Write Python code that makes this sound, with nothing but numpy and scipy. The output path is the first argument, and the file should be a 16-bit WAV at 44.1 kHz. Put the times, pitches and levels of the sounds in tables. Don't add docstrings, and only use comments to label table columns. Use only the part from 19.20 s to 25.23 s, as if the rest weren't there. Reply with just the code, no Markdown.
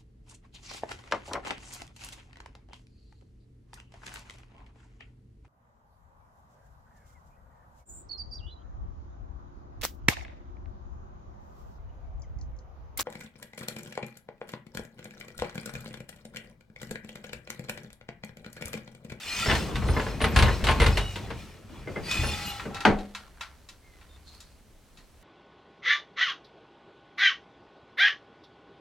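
import sys
import numpy as np
from scipy import signal
from scipy.io import wavfile

SR = 44100
rng = np.random.default_rng(int(sys.argv[2]) if len(sys.argv) > 2 else 0)


def dump(signal):
    limited = np.clip(np.atleast_2d(signal).T, -1, 1)
    pcm = np.round(limited * 32767).astype(np.int16)
    wavfile.write(sys.argv[1], SR, pcm)


N = 265923
TIME = np.arange(N) / SR
RING_TIME = TIME[:18000]
CUTOFF_HZ = 16300
EDGES = np.geomspace(22, 17000, 21)
# (centre frequency [Hz], filter sections)
BANK = [(np.sqrt(lo * hi), signal.butter(2, [lo, hi], "band", fs=SR, output="sos"))
        for lo, hi in zip(EDGES, EDGES[1:])]

# (frequency [Hz], correlation [-1 to 1])
LIKENESS = [(60, 0.84), (300, 0.78), (1200, 0.84), (2500, 0.75), (5000, 0.58), (9000, 0.41), (13000, -0.62)]
# (time [s], level [dB], rebound relative level [dB])
PUSHES = [(0.278, -27.5, -0.5), (0.548, -25.5, -7), (0.679, -19, -11), (1.032, -24, -10),
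          (1.163, -15.5, -0.5), (1.431, -23.5, 1.5), (1.604, -18, -1.5), (1.781, -28, -32),
          (2.071, -39.5, -7), (2.99, -25, -5)]


def from_db(db):
    return np.exp(np.asarray(db) * np.log(10) / 20)


def rms_one(x):
    return x / np.sqrt(np.mean(x ** 2) + 1e-20)


def at_hz(points, hz):
    table = np.array(points)
    return np.interp(np.log(hz), np.log(table[:, 0]), table[:, 1])


def drift(rate, size=N):
    steps = np.arange(size) / SR * rate
    return np.interp(steps, np.arange(4000), rng.standard_normal(4000))


def dying(t60):
    return np.exp(-np.log(1000) * RING_TIME / t60)


def add(out, s, sound):
    start = max(round(s * SR), 0)
    out[:, start:start + sound.shape[-1]] += sound[..., :N - start]


def grains(spread_db, size=N):
    sizes = np.minimum(rng.exponential(1, size), 6)
    return rms_one(rng.standard_normal((2, 2, size)) * from_db(spread_db * sizes))


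def coloured(drive, gain_at):
    mid_side = 0
    for k, (hz, sos) in enumerate(BANK):
        alike = np.clip(at_hz(LIKENESS, hz), -.99, .99)
        balance = np.sqrt([[1 + alike], [1 - alike]])
        mid_side = mid_side + signal.sosfilt(sos, drive[k % 2] * gain_at(hz) * balance)
    mid, side = mid_side
    return np.array([mid + side, mid - side])


def ringing(modes, uneven_db, width, detune):
    out = 0
    for hz, db, t60 in modes:
        size, turn, apart, shift = rng.standard_normal(4)
        phase = np.pi * (turn > 0) + width * apart * np.array([[1], [-1]])
        tone = np.sin(2 * np.pi * hz * (1 + detune * shift) * RING_TIME + phase)
        out = out + from_db(db + uneven_db * size) * dying(t60) * tone
    return out


def blows(table, spectrum, modes, crack_t60, room_db, modes_db, detune, press_t60, uneven_db):
    # (frequency [Hz], t60 [s])
    room_t60 = [(150, 0.29), (500, 0.4), (1500, 0.25), (4000, 0.22), (12000, 0.18)]
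    out, rows = np.zeros((2, N)), np.array(table, float)
    early = SR // 50
    rows[:, 2:] -= rows[:, 2:].mean(axis=0)
    for s, db, body_db, bright_db in rows:
        colour = [(420, body_db), (1000, 0.002), (2000, 0), (6000, bright_db)]

        def band_gain(hz):
            decay = dying(crack_t60) + from_db(room_db) * dying(at_hz(room_t60, hz))
            return from_db(at_hz(spectrum, hz) + at_hz(colour, hz)) * decay

        wood = coloured(grains(2.6, size=len(RING_TIME)), band_gain)
        tinted = [(hz, level + at_hz(colour, hz), t60) for hz, level, t60 in modes]
        ring = ringing(tinted, uneven_db, width=0.1, detune=detune)
        press = 1 - dying(press_t60 * from_db(np.clip(-bright_db, -20, 14)))
        blow = wood / wood[:, :early].std() + from_db(modes_db) * ring / ring[:, :early].std()
        add(out, s, from_db(db) * press * blow)
    return out


def with_body(table, per_force, per_brightness):
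    return [(s, db, -per_force * db - per_brightness * bright_db, bright_db) for s, db, bright_db in table]


def rubbing(spectrum, grain_db, flutter_db):
    return rms_one(coloured(grains(grain_db), lambda hz: from_db(at_hz(spectrum, hz) + flutter_db * drift(25))))


def singing(hz, waver_hz, slips_per_s=300):
    phase = 2 * np.pi * np.cumsum(hz + waver_hz * drift(slips_per_s, size=len(hz))) / SR
    apart = np.arccos(np.clip(at_hz(LIKENESS, hz[0]), -1, 1)) / 2
    return np.sin(phase + apart * np.array([[1], [-1]]))


def swells(rows, rise_db_per_s, fall_db_per_s, sag_db_per_s=0):
    levels = []
    for s, length, db in rows:
        rise = rise_db_per_s * np.maximum(s - TIME, 0)
        sag = sag_db_per_s * np.clip(TIME - s, 0, length)
        fall = fall_db_per_s * np.maximum(TIME - s - length, 0)
        levels.append(db - rise - sag - fall)
    return np.max(levels, axis=0)


def after_pushes(delay_s, hold_s, level_db, follows):
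    usual_push_db = -20
    extra = [(s, follows * (db - usual_push_db)) for s, db, _ in PUSHES]
    return [(s + delay_s, hold_s * from_db(db), level_db + db) for s, db in extra]


def shaft_level():
    # (time [s], length [s], level [dB])
    treadling = [(0.28, 0.334, -32.5), (0.93, 0.027, -35), (2.02, 0.011, -36), (2.53, 0.061, -43),
                 (2.72, 0.42, -39), (3.48, .01, -40.5)]
    shakes = after_pushes(delay_s=-.02, hold_s=0.1, level_db=-30.5, follows=0.51)
    shaken = swells(shakes, rise_db_per_s=166.5, fall_db_per_s=105)
    return np.maximum(shaken, swells(treadling, rise_db_per_s=97, fall_db_per_s=45))


def reed_level():
    # (time at full speed [s], length [s], relative level [dB], rise [dB per s])
    swings = [(0.201, .15, -35, 52), (2.912, .39, -37, 191.5)]
    strokes = [swells([(s, length, db)], rise, fall_db_per_s=68, sag_db_per_s=14)
               for s, length, db, rise in swings]
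    springs = after_pushes(delay_s=0.12, hold_s=.04, level_db=-45.5, follows=0.376)
    spring = swells(springs, rise_db_per_s=73.5, fall_db_per_s=52)
    rattle = shaft_level() - 17
    return np.max([*strokes, spring, rattle], axis=0)


def air():
    # (frequency [Hz], relative density [dB])
    air_spectrum = [(20, 9), (70, -1.5), (120, -7), (220, -9), (500, -14), (1200, -22.5), (3000, -26),
                    (16000, -31)]
    noise = coloured(rng.standard_normal((2, 2, N)), lambda hz: from_db(at_hz(air_spectrum, hz)))
    return from_db(-56) * rms_one(noise)


def lean():
    # (time [s], length [s], level [dB])
    leanings = [(4.22, 0.041, -53.5), (4.95, .23, -54.5)]
    rumble = rubbing([(30, -16.5), (65, 9), (130, -34), (600, -60)], grain_db=0.0, flutter_db=2.0)
    return from_db(swells(leanings, rise_db_per_s=38, fall_db_per_s=53)) * rumble


def brush():
    # (time [s], length [s], relative level [dB])
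    strokes = [(3.79, 0.018, -53), (3.98, 0.052, -56), (4.22, 0.056, -59), (4.74, .2, -63.5),
               (5.15, 0.044, -61), (5.78, .02, -67), (6.02, 0.0082, -66.5)]
    # (frequency [Hz], relative density [dB])
    brush_spectrum = [(300, -16), (600, -5.5), (1800, -3), (2800, -11.5), (3600, -8.5), (5500, -17),
                      (12000, -21.5), (16000, -31.5)]
    level_db = swells(strokes, rise_db_per_s=51.5, fall_db_per_s=46.5) - 1.0
    return from_db(level_db) * rubbing(brush_spectrum, grain_db=5.5, flutter_db=2.5)


def shuttle(hz=4200, width_hz=300):
    # (time [s], length [s], level [dB])
    slides = [(5.08, 0.09, -58.5), (5.24, 0.075, -65.5), (5.785, 0.009, -67)]
    friction = rubbing([(1000, -6.5), (4000, 1), (12000, 15)], grain_db=5.0, flutter_db=4.0)
    hiss = signal.lfilter(*signal.iirpeak(hz, hz / width_hz, fs=SR), friction)
    return from_db(swells(slides, rise_db_per_s=280, fall_db_per_s=140)) * rms_one(hiss)


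def clicks():
    # (time [s], relative level [dB], brightness [dB])
    contacts = [(2.912, -20, 8), (3.396, -24, -12.5), (3.545, -25.5, -2), (3.566, -28, -8),
                (3.605, -24.5, -2.5), (3.788, -35, -2), (3.949, -25, 0), (4.209, -24, -3),
                (4.488, -35, 9.5), (4.812, -44, -5.5), (4.959, -50, -5), (5.204, -37, 17.5),
                (5.773, -43.5, 6), (5.788, -47.5, -6)]
    # (frequency [Hz], relative density [dB])
    click_spectrum = [(300, -51), (700, -19.5), (1150, -6.5), (2300, -11.5), (4000, -10.5), (7000, -20.5),
                      (16000, -35.5)]
    # (nominal frequency [Hz], relative level [dB], t60 [s])
    click_modes = [(1016, -7.5, 0.14), (1367, -4, 0.27), (1900, -5, 0.17), (2320, -6.5, 0.15),
                   (2630, -0.5, .1), (3343, -18, 0.17), (3860, 0.5, 0.082), (5000, -15.5, .07),
                   (7000, -9, .1)]
    rows = with_body(contacts, per_force=.05, per_brightness=.05)
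    return from_db(-14) * blows(rows, click_spectrum, click_modes, crack_t60=0.04, room_db=6.5,
                                modes_db=-3.0, detune=0.008, press_t60=0.0006, uneven_db=0.0)


def shift():
    # (frequency [Hz], relative density [dB])
    shift_spectrum = [(22, -17.5), (55, 2), (110, -2), (200, -3), (300, -10), (450, -11), (800, -19),
                      (2500, -26), (5000, -55.5)]
    return from_db(shaft_level()) * rubbing(shift_spectrum, grain_db=4.0, flutter_db=4.0)


def squeaks(waver=0.0053, top_waver=0.028, wobble=0.0037, rough_db=5.0, overtone_db=-16):
    # (time [s], length [s], start [Hz], end [Hz], relative level [dB])
    tones = [(0.042, 0.25, 2420, 2475, -39.5), (0.077, 0.12, 1930, 1990, -47),
             (1.739, 0.23, 2950, 2860, -43.5), (2.826, 0.08, 4680, 4620, -44.5),
             (2.825, 0.074, 2320, 2390, -51), (2.865, 0.18, 2500, 2463, -32),
             (3.012, 0.1, 11000, 9560, -42.5), (3.24, 0.11, 2880, 2810, -41),
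             (3.246, 0.079, 12600, 12500, -44), (2.92, 0.56, 852, 798, -45.5),
             (3.05, 0.408, 1280, 1340, -49.5), (3.46, 0.4, 810, 785, -45.5),
             (3.495, 0.21, 1350, 1325, -46.5), (4.613, 0.2, 2170, 1980, -64.5),
             (4.884, 0.1, 3670, 3550, -63.5)]
    # (time [s], relative level [dB])
    chirp_times = [(0.668, -48), (1.007, -41), (1.159, -42.5), (1.472, -50), (1.604, -43.5)]
    # (delay [s], length [s], frequency [Hz], relative level [dB])
    chirp_tones = [(0, 0.061, 9440, 1.5), (0.053, 0.076, 12300, -10)]
    out = np.zeros((2, N))
    chirps = [(s + delay, length, hz, hz, db + tone_db)
              for s, db in chirp_times for delay, length, hz, tone_db in chirp_tones]
    for s, length, start_hz, end_hz, db in tones + chirps:
        n = int(length * SR)
        pitch = np.linspace(start_hz, end_hz, n) * (1 + wobble * drift(56, size=n))
        waver_hz = (top_waver if start_hz > 7000 else waver) * pitch
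        for k in range(min(int(CUTOFF_HZ / start_hz), 3)):
            swell = signal.windows.tukey(n, .6) * rms_one(from_db(rough_db * drift(238, size=n)))
            tone = singing((k + 1) * pitch, waver_hz, slips_per_s=790)
            add(out, s, from_db(db + overtone_db * np.sqrt(k)) * swell * tone)
    return from_db(3) * out


def reed(glide=.008, flicker_db=12.5, rough_db=10.5, rise=.002, hiss_per_db=-0.1, song_per_db=.22, pair=.022):
    # (frequency [Hz], relative density [dB])
    scrape_spectrum = [(300, -15), (700, -8.5), (1400, -6), (2700, -4), (5000, -8), (8000, -13),
                       (11000, -19), (16000, -18)]
    # (nominal frequency [Hz], waver [Hz], relative level [dB])
    reed_modes = [(773, 20, -19), (1337, 20, -3.5), (1935, 18, -4), (2214, 28, -9.5), (2477, 18, 0),
                  (2720, 19, -5.5), (2987, 25, -4.5), (3496, 32, -3), (4160, 24, -3), (4700, 34, -8),
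                  (5200, 88, -4), (5650, 44, -20.5), (6180, 40, -10.5), (7220, 74, -9), (8190, 110, -12)]
    level_db = reed_level()
    n = np.flatnonzero(level_db > -70)[-1]
    level_db = level_db[:n]
    speed_db = np.clip(level_db + 40, -15, 3)
    treble = from_db(hiss_per_db * speed_db)

    def band_gain(hz):
        return from_db(at_hz(scrape_spectrum, hz)) * (treble if hz > 8000 else 1)

    rasp = coloured(grains(2.76, size=n), band_gain)
    wires = 0
    for hz, waver_hz, db in reed_modes:
        for k in range(2):
            flicker = flicker_db * np.tanh(drift(22, size=n))
            rough = rough_db * np.tanh(drift(200, size=n))
            pitch = hz * (1 + pair * k + glide * drift(12, size=n) + rise * speed_db)
            wires = wires + from_db(db - 2.1 * k + flicker + rough) * singing(pitch, waver_hz)
    song = from_db(0.5 + song_per_db * speed_db) * rms_one(wires)
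    scrape = from_db(level_db + 0.9) * (rms_one(rasp) + song)
    return np.pad(scrape, ((0, 0), (0, N - n)))


def thuds():
    # (nominal frequency [Hz], relative level [dB], t60 [s])
    rocking_modes = [(47.8, -2, 0.64), (56.6, -5.5, 0.42), (74.9, 1.5, 0.36), (93.7, -9.5, 0.9),
                     (122.2, -4.5, 0.48), (141, -13, 0.16)]
    rebound_s = 0.061
    out = np.zeros((2, N))
    for s, db, rebound_db in PUSHES:
        for start, level_db in (s, db), (s + rebound_s, db + rebound_db):
            rocking = ringing(rocking_modes, uneven_db=0.5, width=0.19, detune=0.026)
            add(out, start, from_db(level_db) * (1 - dying(0.024)) * rocking)
    return out


def bang():
    # (time [s], relative level [dB], body [dB], brightness [dB])
    hits = [(3.651, -7, -9.5, 5), (3.6745, -14.5, 11, -9.5)]
    # (frequency [Hz], relative density [dB])
    bang_spectrum = [(35, 0), (70, 1.5), (140, -2), (230, 5), (320, -2), (430, -0.5), (600, -2.5),
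                     (900, -4.5), (1150, -21), (1500, -6), (2700, -20.5), (3900, -28.5), (6000, -42),
                     (16000, -79.5)]
    # (nominal frequency [Hz], relative level [dB], t60 [s])
    bang_modes = [(202.6, 2, 0.54), (224, 8, 0.14), (324, -20, .3), (402, 0, .26), (445, 0.5, 0.33),
                  (513, -4, .22), (753, -1.5, 0.41), (772, -17.5, 0.068), (859, 7, 0.11), (965, -3, 0.24),
                  (1217, -7.5, 0.12), (1450, -0.5, 0.1), (1100, -16.5, 0.27), (1590, -4.5, .12)]
    return from_db(-9.5) * blows(hits, bang_spectrum, bang_modes, crack_t60=0.066, room_db=5.5,
                                 modes_db=0.5, detune=0.0067, press_t60=0.0029, uneven_db=1.5)


def knocks():
    # (time [s], relative level [dB], brightness [dB])
    contacts = [(0.258, -18.5, -3.5), (0.284, -18, -11.5), (0.297, -13, -0.5), (0.312, -12.5, -5),
                (0.351, -18.5, 13.5), (0.556, -22, 12), (0.62, -24.5, -8.5), (0.685, -21, -5.5),
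                (0.763, -14.5, -28.5), (0.796, -19.5, -1), (0.865, -22.5, -7.5), (1.004, -21.5, -2),
                (1.015, -17.5, 8), (1.041, -12, 4), (1.161, -10, 10.5), (1.188, -11, 5.5),
                (1.224, -11.5, 10.5), (1.256, -17, -4), (1.28, -14, -17.5), (1.44, -18, 16),
                (1.469, -14, 7.5), (1.486, -10, -1), (1.51, -19.5, 12.5), (1.6, -13, 10.5), (1.617, -11, 0),
                (1.639, -19, 7), (1.662, -13.5, 11), (1.772, -14.5, 10), (1.958, -25, 12.5),
                (2.103, -24.5, 2), (2.671, -23.5, -33.5), (2.758, -20.5, -27.5), (3.032, -19.5, -25),
                (3.452, -24.5, -35.5)]
    # (frequency [Hz], relative density [dB])
    knock_spectrum = [(60, -19), (120, -4.5), (300, -8), (480, -6.5), (900, -9.5), (1600, -9.5),
                      (2800, -14), (4200, -22.5), (6000, -39.5), (9500, -33), (16000, -94)]
    # (nominal frequency [Hz], relative level [dB], t60 [s])
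    frame_modes = [(209.9, -4.5, 0.32), (448, -0.5, 0.24), (615, -5, 0.14), (908, -6.5, 0.3),
                   (1075, -6.5, 0.36), (1505, -5, 0.19), (1737, 1.5, 0.091), (2057, 1.5, 0.094),
                   (2670, -11.5, .14), (2864, -6, 0.11), (3720, -8.5, 0.051), (3910, -26.5, 0.58)]
    rows = with_body(contacts, per_force=0.5, per_brightness=.2)
    return from_db(-12) * blows(rows, knock_spectrum, frame_modes, crack_t60=0.08, room_db=4.0,
                                modes_db=-2, detune=0.0297, press_t60=0.0045, uneven_db=5.5)


def scene():
    loom = lean() + clicks() + shift() + squeaks() + reed() + thuds() + bang() + knocks()
    soft = air() + brush() + shuttle()
    return loom * from_db([[.6], [-.6]]) + soft * from_db([[-.4], [.4]])


def record(dry):
    return signal.sosfilt(signal.ellip(10, .1, 80, CUTOFF_HZ, fs=SR, output="sos"), dry)


dry = scene()
out = record(dry)
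dump(out)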